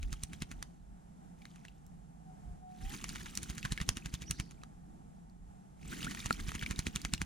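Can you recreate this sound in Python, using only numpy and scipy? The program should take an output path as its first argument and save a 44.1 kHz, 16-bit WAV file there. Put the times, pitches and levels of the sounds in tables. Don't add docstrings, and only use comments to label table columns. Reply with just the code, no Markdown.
import sys
import numpy as np
from scipy import signal
from scipy.fft import rfft, irfft, next_fast_len
from scipy.io import wavfile
from scipy.ndimage import uniform_filter1d

SR = 44100
rng = np.random.default_rng(int(sys.argv[2]) if len(sys.argv) > 2 else 0)


def store_wav(level_fs):
    pcm = np.round(np.clip(np.atleast_2d(level_fs), -1, 1) * 32767)
    wavfile.write(sys.argv[1], SR, pcm.T.astype(np.int16))


N = 319725
TIME = np.arange(N) / SR

# time in seconds, relative strength of the air push in dB,
# relative slap on the water in dB, ring of the air pocket in Hz.
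WATER_HITS = [(0.0266, -52.5, -45, 2300), (0.1281, -40.5, -39, 4700), (0.2352, -42.5, -34.5, 8600),
              (0.3326, -48, -44.5, 2260), (0.421, -37, -36, 2600), (0.5146, -45.5, -43.5, 2520),
              (0.6264, -56, -37, 3750), (1.454, -69, -47, 2050), (1.5587, -67, -55, 1400),
              (1.651, -62, -48, 1830), (2.9399, -45.5, -50, 2300), (3.0414, -54, -36, 1970),
              (3.0915, -47.5, -40, 4800), (3.158, -47, -40.5, 1860), (3.1992, -54.5, -53, 2100),
              (3.259, -53, -45, 1500), (3.374, -47.5, -30.5, 5600), (3.4308, -45, -39.5, 10200),
              (3.499, -40.5, -42, 4360), (3.5807, -44.5, -40.5, 3660), (3.651, -35, -32.5, 1600),
              (3.7213, -32.5, -33.5, 4000), (3.8142, -35, -37, 1820), (3.8903, -34.5, -23, 4500),
              (3.97, -41, -37.5, 3000), (4.059, -43, -39, 2850), (4.14, -38, -39.5, 5030),
              (4.22, -42.5, -45, 3020), (4.3096, -35, -28, 6000), (4.399, -35, -35, 2830),
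              (4.5101, -57.5, -52.5, 2900), (4.635, -66, -46, 1200), (6.0458, -44, -39, 2500),
              (6.111, -48.5, -45, 3800), (6.148, -56, -40.5, 1700), (6.193, -47, -49, 2000),
              (6.259, -37.5, -34, 1700), (6.4001, -49, -45, 2290), (6.484, -39.5, -46, 3070),
              (6.518, -72, -40, 1180), (6.551, -39.5, -39.5, 2090), (6.628, -38.5, -39.5, 1600),
              (6.7098, -34.5, -35, 1850), (6.7909, -34, -32, 4330), (6.8677, -35.5, -31.5, 2420),
              (6.9594, -38, -30, 3320), (7.0497, -39, -31.5, 2450), (7.1366, -34, -26.5, 3160),
              (7.2163, -34, -30.5, 2230)]
# start of the dip in seconds, deepest in the water in seconds, stop in seconds,
# relative level of the stirred water in dB, relative flutter of the feathers in dB.
BOUTS = [(-.3, 0.047, .62, -67, -60), (1.38, 1.432, 1.67, -71, -68), (2.69, 2.9, 4.43, -51.5, -53.5),
         (5.77, 5.92, 7.1, -49, -49)]
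# frequency in Hz, relative density in dB per Hz.
SPRAY = [(300, -8), (600, -3.5), (1200, 0.5), (2200, 0), (4200, -5), (5200, -9), (6500, -3.5), (8300, -11),
         (9700, -8), (11500, -18.5), (16000, -23)]
GUST = [(15, -19), (30, -5), (50, 2.5), (80, -9), (130, -21), (300, -56), (900, -78)]
FEATHERS = [(30, -20), (70, -12.5), (110, -9.5), (170, 1.5), (260, -3.5), (330, -7.5), (480, -20.5),
            (1000, -39.5), (3000, -65)]
# frequency in Hz, likeness from 0 to 1.
NEAR_LIKENESS = [(100, 0.89), (220, 0.65), (380, 0.12), (800, 0.83), (4300, 0.95), (7000, 0.38),
                 (12000, 0.52)]


def slaps(slap_s=0.0014, second_hit_s=0.0064, spray_s=0.0063, skim_s=0.0081,
          slap_db=7, spray_db=-2.0, skim_db=-4, pocket_db=7, pocket_width=0.13):
    # frequency in Hz, relative density in dB per Hz.
    slap_spectrum = [(150, -7.5), (350, -17), (550, -11.5), (900, -1.5), (1500, 1.5), (3000, -4),
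                     (4400, -3), (5100, -7), (6300, 0), (8200, -8), (9600, -4.5), (11000, -15.5),
                     (16000, -26.5)]
    bright_db_per_octave, neutral_pocket_hz = 6.5, 2700
    spray_by_push, spray_by_depth = 0.56, 0.31
    out = np.zeros((2, N))
    drops = patter(36000, cycles=11, spread_db=3.5)
    t = np.arange(-1280, 2816) / SR
    hz = np.geomspace(100, 17000, 80)
    hit = np.maximum(t, 0) / slap_s
    crack_envelope = (1 - np.exp(-9 * hit)) * np.exp(-hit)
    for s, push_db, crack_db, pocket_hz in WATER_HITS:
        bright_db = bright_db_per_octave * np.log2(pocket_hz / neutral_pocket_hz)
        pocket_peak = pocket_db * np.exp(-(np.log(hz / pocket_hz) / pocket_width) ** 2)
        spectrum = np.c_[hz, read(slap_spectrum, hz) + pocket_peak]
        burst = rng.standard_normal((2, len(t)))
        crack = colour(burst, spectrum, NEAR_LIKENESS, bright_db) * crack_envelope
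        crack /= np.sqrt(np.sum(crack ** 2) / (slap_s * SR))

        late = t - second_hit_s * rng.uniform(0.96, 1.154)
        skim = amp(skim_db) * np.exp(np.minimum(t, 0) / skim_s)
        thrown = np.where(late > 0, np.exp(-abs(late) / spray_s), skim)
        near_drops = drops[:, int(s * SR):][:, :len(t)]
        spray = colour(near_drops, SPRAY, NEAR_LIKENESS, 0.61 * bright_db) * thrown
        wet_db = spray_by_push * push_db + spray_by_depth * stirred_water_db(s)
        add(out, s + t[0], amp(crack_db + slap_db) * crack + amp(wet_db + spray_db) * spray)
    return out


def churn(fizz_db=-1.6, bubbles_db=-5.0):
    # frequency in Hz, relative density in dB per Hz.
    gurgle_spectrum = [(800, -20.5), (1400, -12.5), (2300, 3), (4000, -2.5), (7000, -3), (12000, -11)]
    droplets = patter(30000, cycles=9, spread_db=5.0)
    fizz = colour(droplets, SPRAY, NEAR_LIKENESS)[:, :N] * drift(130, spread_db=3.3)
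    swarm = patter(3200, cycles=24, spread_db=4.5)
    gurgle = colour(swarm, gurgle_spectrum, NEAR_LIKENESS)[:, :N]
    return amp(stirred_water_db(TIME)) * (amp(fizz_db) * fizz + amp(bubbles_db) * gurgle)


def plops(plop_db=.5, splatter_db=-13, splatter_s=.0058, tick_db=-7, tick_s=.0008):
    # time in seconds, relative level in dB, starting pitch in Hz, rise as a share of that pitch per second.
    large_bubbles = [(.3495, -54, 3140, 9), (.404, -52, 5100, 7), (1.419, -48.5, 2270, 4.3),
                     (1.683, -48, 2660, 10), (1.865, -53, 7600, 4.1), (2.915, -47, 1690, 19),
                     (3.21, -45.5, 1640, 7), (3.353, -32.5, 5750, 3.7), (3.629, -35.5, 2600, 5.7),
                     (3.6559, -34, 1040, 3.5), (3.7766, -31.5, 2160, 4), (3.7828, -38.5, 1650, 6),
                     (3.802, -31, 1860, 1), (4.152, -38.5, 3460, 6), (4.2384, -47, 2378, 6.7),
                     (4.617, -56, 2600, 1), (5.298, -62, 4200, 1), (5.928, -39.5, 1385, 24),
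                     (6.0287, -34, 2780, 23), (6.0673, -33.5, 1287, 24), (6.1722, -41, 1800, 15),
                     (6.203, -37, 3600, 8), (6.3273, -29, 4330, 4.4), (6.593, -38.5, 3130, 14),
                     (6.613, -38, 2270, 4), (6.6241, -31, 1550, 6.2), (6.6622, -30, 2240, 7.4),
                     (6.7605, -40, 3770, 9), (6.954, -35, 4500, 6), (7.0169, -37, 4880, 5),
                     (7.1477, -36.5, 4100, 7), (7.1786, -40.5, 2780, 5.5)]
    ring_cycles, cycles_per_rise = 31, 3.06
    out, t = np.zeros((2, N)), np.arange(2048) / SR
    impact = amp(tick_db) * np.exp(-t / tick_s) + amp(splatter_db) * np.exp(-t / splatter_s)
    for s, db, hz, rise in large_bubbles:
        t60 = (ring_cycles + cycles_per_rise * rise) / hz
        add(out, s, amp(db + plop_db) * bubble(hz, t60, rise))
        near_pitch = [(hz / 2, -12), (hz, 0), (hz * 2, -8), (hz * 10, -32)]
        splash = colour(rng.standard_normal((2, len(t))), near_pitch, NEAR_LIKENESS)
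        add(out, s, amp(db) * impact * splash)
    return out


def stirred_water_db(s):
    still_db, emerge_db_per_s = -77, 11.5
    settle_db_per_s = 50
    bouts = []
    for start, deepest, stop, db, _ in BOUTS:
        dip = np.interp(s, [start, deepest], [still_db, db], left=-120)
        emerge = emerge_db_per_s * np.maximum(s - deepest, 0)
        settle = settle_db_per_s * np.maximum(s - stop, 0)
        bouts.append(dip - emerge - settle)
    return np.max(bouts, axis=0)


def air_pushes(width_s=.0024, swing_db=-9, swing_hz=64, push_db=8):
    out, t = np.zeros(N), np.arange(-1500, 1500) / SR
    for s, db, *_ in WATER_HITS:
        stretch = rng.uniform(0.69, 1.496)
        slow_phase, fast_phase = rng.uniform(0, 2 * np.pi, 2)
        u = t / (width_s * stretch)
        quick = np.exp(-abs(u) / 1.06) * np.cos(2.4 * u + fast_phase)
        slow = np.exp(-(t / 0.0126) ** 2) * np.cos(2 * np.pi * swing_hz * t / stretch + slow_phase)
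        add(out, s + t[0] + 0.0023, amp(db + push_db) * (quick + amp(swing_db) * slow))
    return out


def wakes(wake_db=-22, by_push=0.64, lag_s=.01, wake_s=.02, rustle_db=-13, rustle_s=.011):
    eddies = sum(swell(s + lag_s, wake_s, wake_db + by_push * db) for s, db, *_ in WATER_HITS)
    rustles = sum(swell(s, rustle_s, rustle_db + db) for s, db, *_ in WATER_HITS)
    return eddies * noise(GUST, NEAR_LIKENESS) + rustles * noise(FEATHERS, NEAR_LIKENESS)


def flutter(attack_s=.16, release_s=.2, end_share=.6):
    head_shake = (4.98, .1, -57.5)
    gain = swell(*head_shake)
    for start, _, stop, _, db in BOUTS:
        corners = [start, start + attack_s, stop, stop + release_s]
        gain = gain + amp(db) * np.interp(TIME, corners, [0, 1, end_share, 0])
    return gain * drift(25, spread_db=2.8) * noise(FEATHERS, NEAR_LIKENESS)


def knock():
    drop_on_camera = (6.3082, -20.5)
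    # frequency in Hz, relative level in dB, t60 in seconds.
    housing_modes = [(245.4, -12, 0.061), (485, -16.5, .012), (906, -3, .008), (1357, 4.5, 0.017),
                     (1644, -6, 0.0089), (2430, -16, .016), (3900, -12, 0.0069), (7140, -11, .0032)]
    out, t = np.zeros(N), np.arange(4096) / SR
    s, strength_db = drop_on_camera
    for hz, db, t60 in housing_modes:
        add(out, s, amp(strength_db + db - 60 * t / t60) * np.sin(2 * np.pi * hz * t))
    return out


def hooting(waver=.008, peak_share=.4):
    # start in seconds, length in seconds, first pitch in Hz, last pitch in Hz, relative level in dB.
    hoot_notes = [(2.247, .14, 757, 733, -57), (2.4, .19, 718, 712, -62), (2.598, .2, 742, 734, -51),
                  (2.781, .18, 724, 852, -55)]
    out = np.zeros(N)
    for s, length, first_hz, last_hz, db in hoot_notes:
        u = np.linspace(0, 1, int(length * SR))
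        glide_hz = first_hz + (last_hz - first_hz) * u
        pitch_hz = glide_hz * wavering(waver)[:len(u)]
        arch = np.sin(np.pi / 2 * np.interp(u, [0, peak_share, 1], [0, 1, 0]))
        add(out, s, amp(db) * arch * np.sin(2 * np.pi * np.cumsum(pitch_hz) / SR))
    return out


def chirps():
    # time in seconds, pitch in Hz, level in dB.
    thin_curve = [(4.252, 4400, -69), (4.262, 5070, -64), (4.269, 5800, -55), (4.29, 5880, -50.5),
                  (4.303, 5700, -55.5)]
    buzzy_curve = [(4.335, 3900, -66), (4.365, 4440, -60), (4.39, 5200, -59), (4.44, 5010, -70),
                   (4.5, 4400, -72)]
    return whistle(thin_curve) + whistle(buzzy_curve, waver=0.095)


def garden(x):
    # frequency in Hz, t60 in seconds.
    echo_t60 = [(200, 0.31), (1500, 0.16), (5000, 0.22), (12000, 0.14)]
    size = SR // 2
    sparse = rng.random((2, size)) < 2500 / SR
    after_gap = np.arange(size) > .008 * SR
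    taps = rng.standard_normal((2, size)) * sparse * after_gap
    hz, t, z = signal.stft(taps, SR, nperseg=256)
    decay = amp(-60 * t / read(echo_t60, hz)[:, None])
    tail = signal.istft(z * decay, SR, nperseg=256)[1]
    return signal.oaconvolve(x[None], tail / np.linalg.norm(tail[0]), axes=1)[:, :N]


def background(hum_db=-55.5, breeze_db=-61):
    # frequency in Hz, relative density in dB per Hz.
    hum_spectrum = [(30, -9.5), (100, -11), (170, 5.5), (240, -6), (350, -17), (540, -21.5), (780, -9.5),
                    (1050, -23.5), (1400, -27), (2300, -35), (4500, -40.5), (7500, -35), (10500, -40),
                    (12500, -45), (15000, -83)]
    # frequency in Hz, likeness from 0 to 1.
    far_likeness = [(50, 0.6), (150, 0.63), (280, 0), (550, 0.99), (900, 0.99), (1400, 0.9), (2300, 0.17),
                    (4000, 0.49), (6000, 0)]
    # time in seconds, half length in seconds, level in dB.
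    gust_times = [(0.013, 0.11, -39), (.57, .04, -47.5), (0.848, 0.12, -56), (2.503, .05, -45.5),
                  (2.853, .035, -40), (3.22, 0.12, -52.5), (5.43, 0.07, -53), (5.88, .035, -47.5),
                  (6.42, .06, -41)]
    gusts = sum(swell(*row) for row in gust_times)
    breeze = amp(breeze_db) * drift(4.4, spread_db=2.2)
    wind = (breeze + gusts) * noise(GUST, [(20, 0.94), (300, 0.81)])
    hum = amp(hum_db) * drift(8.7, spread_db=1.7) * noise(hum_spectrum, far_likeness)
    return hum + wind


def bubble(hz, t60, rise, onset_cycles=0.4):
    t = np.arange(int(t60 * SR) + 8) / SR
    onset = 1 - np.exp(-(hz * t / onset_cycles) ** 2)
    return onset * amp(-60 * t / t60) * np.sin(2 * np.pi * hz * (t + rise * t ** 2 / 2))


def patter(per_s, cycles, spread_db, count=40):
    size, pitches = next_fast_len(N + 4096), np.geomspace(800, 15000, count)
    swarm = np.zeros((2, size))
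    for hz in pitches:
        ring = bubble(hz * rng.uniform(0.97, 1.04), cycles / hz, rise=19, onset_cycles=cycles / 6)
        number = rng.poisson(per_s * hz / pitches.sum() * size / SR)
        boost_db = spread_db * np.minimum(rng.exponential(1, (number, 1)), 4.5)
        strength = amp(boost_db) * rng.standard_normal((number, 2))
        at = rng.integers(0, size - len(ring), (number, 1)) + np.arange(len(ring))
        for side in range(2):
            rings = strength[:, side, None] * ring
            swarm[side] += np.sqrt(hz) * np.bincount(at.ravel(), rings.ravel(), size)
    return swarm


def whistle(rows, waver=0.0053):
    s, hz, db = np.transpose(rows)
    pitch_hz = np.interp(TIME, s, hz) * wavering(waver)
    gain = uniform_filter1d(level(np.c_[s, db]), size=200)
    return gain * np.sin(2 * np.pi * np.cumsum(pitch_hz) / SR)


def wavering(share):
    return 1 + share * unit(uniform_filter1d(rng.standard_normal(N), size=100))


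def colour(pair, spectrum, likeness, bright_db=0):
    size = pair.shape[1]
    hz, (a, b) = np.fft.rfftfreq(size, 1 / SR), rfft(pair)
    same = np.clip(read(likeness, hz), 0, 1)
    tilt_db = bright_db * .5 * np.tanh(2 * np.log((hz + 1) / 4000))
    gain = amp(read(spectrum, hz) + tilt_db)
    sides = np.array([a, same * a + np.sqrt(1 - same ** 2) * b])
    return unit(irfft(sides * gain, size))


def noise(spectrum, likeness):
    return colour(rng.standard_normal((2, next_fast_len(N))), spectrum, likeness)[:, :N]


def drift(per_s, spread_db):
    knots = np.arange(0, TIME[-1] + 1, 1 / per_s)
    return amp(spread_db * np.interp(TIME, knots, rng.standard_normal(len(knots))))


def swell(s, half_s, db):
    return amp(db) * np.exp(-((TIME - s) / half_s) ** 2)


def level(rows):
    s, db = np.transpose(rows)
    return amp(np.interp(TIME, s, db, left=-120, right=-120))


def amp(db):
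    return 10 ** (np.asarray(db) / 20)


def unit(x):
    return x / np.sqrt(np.mean(x ** 2) + 1e-20)


def read(points, hz):
    f, value = np.transpose(points)
    return np.interp(np.log(hz + 1), np.log(f + 1), value)


def add(mix, s, sound):
    part = mix[..., max(round(s * SR), 0):][..., :sound.shape[-1]]
    part += sound[..., :part.shape[-1]]


def scene(water_echo_db=-21, hoot_db=2, hoot_echo_db=-13, hoot_lag_s=0.0001, chirp_echo_db=-3):
    water = slaps() + churn() + plops()
    wings = air_pushes() + wakes() + flutter()
    hoot = amp(hoot_db) * hooting()
    small_birds = chirps()
    echoes = garden(amp(water_echo_db) * water.mean(0) + amp(hoot_echo_db) * hoot
                    + amp(chirp_echo_db) * small_birds)
    from_right = np.array([np.interp(TIME - hoot_lag_s, TIME, hoot), hoot])
    return water + knock() + wings + from_right + small_birds + echoes + background()


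def record(dry):
    # frequency in Hz, lead of the left port in radians.
    port_phase = [(200, .5), (350, 1.35), (550, 2.17), (950, 2.5), (1400, 1.65), (2500, 0.9), (4000, 0.18),
                  (7000, 0.26), (10000, 0.85)]
    # frequency in Hz, left minus right in dB.
    port_balance = [(60, -2), (200, -2), (380, -3), (700, -1), (1300, 0.5), (2400, 1), (4400, -1),
                    (6300, -4.5), (9000, 0), (15000, 0.5)]
    edge_hz = 16100
    size = next_fast_len(N + 4096)
    hz = np.fft.rfftfreq(size, 1 / SR)
    left = amp(read(port_balance, hz) / 2) * np.exp(.5j * read(port_phase, hz))
    heard = irfft(rfft(dry, size) * np.array([left, 1 / left]), size)[:, :N]
    low_pass = signal.firwin(511, edge_hz, window=("kaiser", 9), fs=SR)
    return signal.oaconvolve(heard, low_pass[None], "same")


dry = scene()
out = record(dry)
store_wav(out)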